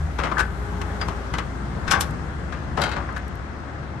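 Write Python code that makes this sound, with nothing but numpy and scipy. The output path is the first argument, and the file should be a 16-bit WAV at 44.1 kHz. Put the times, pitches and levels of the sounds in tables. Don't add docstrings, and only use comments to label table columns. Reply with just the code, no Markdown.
import sys
import numpy as np
from scipy import signal
from scipy.io import wavfile

SR = 44100
rng = np.random.default_rng(int(sys.argv[2]) if len(sys.argv) > 2 else 0)


def materialize(psi):
    bounded = np.clip(np.atleast_2d(psi).T, -1, 1)
    quanta = np.round(bounded * 32767).astype(np.int16)
    wavfile.write(sys.argv[1], SR, quanta)


N = 176400
TIME = np.arange(N) / SR
TONES_LEFT_DB = 2.3


def from_db(db):
    return 10 ** (np.asarray(db) / 20)


def rms_one(x):
    return x / np.sqrt(np.mean(x ** 2) + 1e-20)


def in_time(rows):
    times, *columns = np.transpose(rows)
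    return [np.interp(TIME, times, column) for column in columns]


def at_hz(points, hz):
    pitches, values = np.transpose(points)
    return np.interp(np.log(hz), np.log(pitches), values)


def drift(rate_hz):
    r = np.exp(-80 * np.pi * rate_hz / SR)
    slow = signal.lfilter([1], [1, -2 * r, r * r], rng.standard_normal(N // 40 + 2002))[2000:]
    return np.interp(np.arange(N) / 40, np.arange(len(slow)), rms_one(slow))


def pan(left_db):
    return rms_one(from_db(np.array([[left_db], [-left_db]]) / 2))


def ring(clicks, hz, fade_s):
    r, w = from_db(-60 / (fade_s * SR)), 2 * np.pi * hz / SR
    return signal.lfilter([0, np.sin(w)], [1, -2 * r * np.cos(w), r * r], clicks + 1e-18)


def stereo_bands(sources, likeness, left, lowest_hz):
    edges_hz = 22 * 2 ** (np.arange(29) / 3.03)
    for k, (low, high) in enumerate(zip(edges_hz, edges_hz[1:])):
        hz = np.sqrt(low * high)
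        if hz > lowest_hz:
            band_filter = signal.butter(2, [low, high], "band", fs=SR, output="sos")
            mid, side = signal.sosfilt(band_filter, sources[k % 2])
            alike = at_hz(likeness, hz)
            stereo = np.sqrt(1 + alike) * mid + np.sqrt(1 - alike) * side * [[1], [-1]]
            yield hz, pan(at_hz(left, hz)) * rms_one(stereo)


# time_s, pitch_hz, level_db
CARRIER_DRONE = [(0, 60.38, -31), (1.2, 59.63, -32.5), (2.6, 62.86, -38), (3.4, 62.1, -35),
                 (3.6, 61.06, -50)]
# time_s, pitch_hz, level_db
CAR_HUM = [(0, 76, -21.5), (.25, 82.65, -46), (.95, 87.9, -32), (1.2, 78.04, -49), (2.3, 73.94, -36),
           (4, 73.76, -38.5)]
# time_s, pitch_hz, level_db
DRIVE_WHINE = [(0, 373.4, -60), (.72, 411.8, -43), (1.12, 417.7, -42.5), (1.55, 348.7, -53)]


def machine_tone(curve, octave_db, flutter=0):
    hz, db = in_time(curve)
    phase = 2 * np.pi * np.cumsum(hz * (1 + flutter * drift(25))) / SR
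    tone = np.zeros(N)
    for multiple, extra_db in [(1, 0), (2, octave_db)]:
        gain = from_db(db + extra_db + 0.55 * drift(17))
        tone += gain * np.sqrt(2) * np.sin(multiple * phase + 2 * np.pi * rng.random())
    return pan(TONES_LEFT_DB) * tone


# pitch_hz, level_db
RUMBLE_COLOUR = [(25, -83), (40, -45.5), (90, -39), (160, -38.5), (450, -49), (800, -48), (1650, -46),
                 (2300, -57.5), (3800, -61), (8500, -62), (11000, -63.5)]
# time_s, tilt_db, treble_db
RUMBLE_SWELLS = [(.5, -4.5, -0.5), (.95, -1, 5), (1.6, -2, 1.5), (1.95, 5, 8), (2.35, -2.5, 1.5),
                 (3.0, -2, 3), (3.4, -7, -1.5)]
# pitch_hz, left_db
RUMBLE_LEFT = [(100, 2.5), (1500, 6)]
# pitch_hz, likeness
RUMBLE_LIKENESS = [(60, 0.72), (280, 0.82), (1270, 0.076), (8000, 0)]


def engine_rumble():
    tilt_db, treble_db = in_time(RUMBLE_SWELLS)
    firing_hz, _ = in_time(CARRIER_DRONE)
    crank = 2 * np.pi * np.cumsum(firing_hz) / SR / 3
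    throb = 0.047 * (np.sin(crank) + np.sin(2 * crank) + np.sin(3 * crank)) / 2
    noise = rng.standard_normal((2, 2, N))
    out = np.zeros((2, N))
    for hz, band in stereo_bands(noise, RUMBLE_LIKENESS, RUMBLE_LEFT, lowest_hz=0):
        upper = np.clip(np.log2(hz / 200) / 2, 0, 1)
        swell_db = (0.5 - upper) * tilt_db + upper * treble_db
        ebb_db = 1.5 * (hz / 6600) ** 2 * np.maximum(TIME - 0.38, 0)
        flicker_db = drift(4.6)
        gain = from_db(at_hz(RUMBLE_COLOUR, hz) + swell_db - ebb_db + flicker_db)
        out += gain * band * (1 + upper * throb)
    return out


# start_s, relative_level_db
TICKS = [(2.109, -29), (3.128, -36), (3.179, -24), (3.281, -30), (3.355, -34)]


def ticks(fade_s=0.012, lowest_hz=4200):
    level = sum(from_db(db - 60 * np.abs(TIME - s) / fade_s) * (TIME >= s) for s, db in TICKS)
    bursts = level * rng.standard_normal(N) + 1e-18
    highs_only = signal.butter(2, lowest_hz, "high", fs=SR, output="sos")
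    return pan(7.65) * from_db(-7.5) * signal.sosfilt(highs_only, bursts)


# start_s, level_db
THUMPS = [(.2, -23.5), (1.885, -18)]
# pitch_hz, level_db, fade_s
DECK_NOTES = [(70.8, 0, 0.14), (162, -6, 0.42)]


def deck_thumps():
    pushes = np.zeros(N)
    for start_s, db in THUMPS:
        pushes[int(start_s * SR)] = from_db(db)
    boom = sum(from_db(db) * ring(pushes, hz, fade_s) for hz, db, fade_s in DECK_NOTES)
    return pan(TONES_LEFT_DB) * boom


CLANG_HZ, THUD_HZ = 1450, 605


def octaves_above_clang(hz):
    return max(np.log2(hz / CLANG_HZ), 0)


def blow_gain(hz, db, thud_db, bright_db):
    octaves = octaves_above_clang(hz)
    thud_share = np.clip(np.log(CLANG_HZ / hz) / np.log(CLANG_HZ / THUD_HZ), 0, 1)
    softness_db = max(6 - bright_db, 0)
    top_loss_db = 1.25 * max(octaves - 2.02, 0) * softness_db
    return from_db(db + thud_share * thud_db + octaves * bright_db - top_loss_db)


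def blow_power(start_s, fade_s, hz):
    crack_fade_s, tail_fade_s, tail_db, grind_s = 0.039, 0.3, -23.5, 0.012
    fade_s *= 2 ** (-0.56 * octaves_above_clang(hz))
    first = max(int((start_s - 4 * grind_s) * SR), 0)
    t = TIME[first:first + SR // 2] - start_s
    rise_s = max(0.0096 * fade_s, 1 / SR)
    grind = from_db(-12.5 + 20 * np.minimum(t, 0) / grind_s)
    attack = np.maximum(np.clip(t / rise_s, 0, 1), grind)
    fall = -60 * np.maximum(t - rise_s, 0)
    crack = (t >= 0) * min(0.023 / fade_s, 1) * from_db(fall / crack_fade_s)
    body = attack * from_db(fall / fade_s)
    tail = attack * from_db(tail_db + fall / tail_fade_s)
    return first, crack ** 2 + body ** 2 + tail ** 2


# pitch_hz, level_db
PLATE = [(1040, -0.5), (1215, -4)]
HINGE = [(1510, -0.56), (1700, 0.11)]
HOOK = [(1315, -8), (4820, 8.5)]
CHAIN = [(2000, -5.5), (2980, -8)]
BEAM = [(572, 0.11), (732, -0.98)]
RAMP = [(803, 0.5), (1097, -6), (1537, -5), (3522, -6.5), (5118, -7.5), (5432, -4), (6052, -8)]
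FRAME = [(866, 0.5), (1441, -0.5), (2092, -5), (2555, -7.5), (3137, -3), (3785, -3), (3950, -1), (4242, -5),
         (4673, -2.5)]
# start_s, relative_level_db, thud_db, brightness_db_per_octave, base_fade_s, part
BLOWS = [(0.187, -23, 1.5, -2.5, 0.3, BEAM), (.234, -22, 5, -2, 0.39, CHAIN),
         (0.315, -24, 6.5, -5, 0.16, PLATE), (0.368, -19.5, -8.5, -19, 0.26, HINGE),
         (0.381, -29, 7, 0.5, 0.23, CHAIN), (0.392, -22, -11, 2, 0.17, HINGE),
         (0.396, -10, -21, -37, 0.056, HINGE), (0.405, -28.5, 6.5, 2.5, 0.19, HINGE),
         (.815, -27.5, 4, 0.5, 0.085, CHAIN), (1.013, -20.5, -5.5, -2, 0.15, HOOK),
         (1.084, -29.5, 5.5, 1, 0.16, PLATE), (1.338, -24, -2, -0.5, 0.17, CHAIN),
         (1.384, -23.5, -1, 0, 0.18, CHAIN), (1.770, -44.5, 24, -20, 0.085, BEAM),
         (1.877, -23.5, -15, -0.5, 0.23, RAMP), (1.910, -16, -10.5, 3, 0.3, RAMP),
         (1.934, -15, -2.5, -14, 0.19, RAMP), (1.961, -27, 4, -15, 0.38, RAMP),
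         (2.008, -28, 0, 7.5, 0.19, RAMP), (2.523, -31, -22, -3.5, 0.34, PLATE),
         (2.771, -24.5, 6.5, -2.5, 0.52, BEAM), (2.816, -22, -4, 2.5, 0.16, FRAME),
         (2.835, -26, 3, 1, 0.38, FRAME), (2.892, -36, -6, 1.5, 0.13, FRAME),
         (2.914, -29, -20, 0, 0.3, FRAME), (2.961, -26, 0.5, -4, 0.3, BEAM),
         (3.088, -25, -18, -26, 0.23, PLATE), (3.163, -29.5, -9, -0.5, 0.17, HINGE)]
# pitch_hz, level_db
DECK_COLOUR = [(120, -14.5), (450, -12), (800, -7), (1150, -0.5), (1550, -0.5), (2200, -6.5), (3400, -7.5),
               (5200, -11.5), (8000, -10), (11500, -8.5)]
# pitch_hz, left_db
DECK_LEFT = [(150, 0.5), (1450, 13), (2200, 3), (4000, 14.5), (9000, 2)]
# pitch_hz, likeness
DECK_LIKENESS = [(2500, 0.56), (8000, -0.02), (11500, -0.39)]


def ringing_parts(sustain=1.06, pair_gap=0.0242):
    knocks = 0.68 * drift(60)
    out = np.zeros((2, N))
    for start_s, db, thud_db, bright_db, fade_s, part in BLOWS:
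        for hz, note_db in part:
            first, power = blow_power(start_s, sustain * fade_s, hz)
            length = len(power)
            right_lag = np.array([[0], [np.arccos(at_hz(DECK_LIKENESS, hz))]])
            angle = 2 * np.pi * hz * TIME[:length] + np.roll(knocks, rng.integers(N))[:length]
            phases = 2 * np.pi * rng.random(2)
            lower = np.sin(angle + phases[0] + right_lag)
            higher = 0.5 * np.sin(angle * (1 + pair_gap) + phases[1] + right_lag)
            gain = from_db(note_db + at_hz(DECK_COLOUR, hz)) * blow_gain(hz, db, thud_db, bright_db)
            note = gain * np.sqrt(power) * (lower + higher)
            out[:, first:first + length] += pan(at_hz(DECK_LEFT, hz)) * note
    return out


def deck_clunks(contacts_per_s=830, contact_share=0.45):
    touches = rng.random(N) < contacts_per_s / SR
    contacts = rms_one(touches * rng.standard_normal((2, 2, N)))
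    hiss = rng.standard_normal((2, 2, N))
    chatter = np.sqrt(contact_share) * contacts + np.sqrt(1 - contact_share) * hiss
    out = np.zeros((2, N))
    for hz, band in stereo_bands(chatter, DECK_LIKENESS, DECK_LEFT, lowest_hz=120):
        power = np.zeros(N)
        for start_s, db, thud_db, bright_db, fade_s, _ in BLOWS:
            first, shape = blow_power(start_s, fade_s, hz)
            power[first:first + len(shape)] += blow_gain(hz, db, thud_db, bright_db) ** 2 * shape
        out += from_db(at_hz(DECK_COLOUR, hz)) * np.sqrt(power) * band
    return from_db(-4.5) * out


def scene():
    drone = machine_tone(CARRIER_DRONE, octave_db=-20.5)
    hum = machine_tone(CAR_HUM, octave_db=-9.5)
    whine = machine_tone(DRIVE_WHINE, octave_db=-5.5, flutter=0.0185)
    deck = deck_clunks() + ringing_parts() + deck_thumps() + ticks()
    return drone + hum + whine + engine_rumble() + deck


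def record(dry, notch_hz=10150, cutoff_hz=11750):
    notched = signal.lfilter(*signal.iirnotch(notch_hz, Q=7, fs=SR), dry)
    return signal.sosfilt(signal.ellip(9, .1, 80, cutoff_hz, fs=SR, output="sos"), notched)


dry = scene()
out = record(dry)
materialize(out)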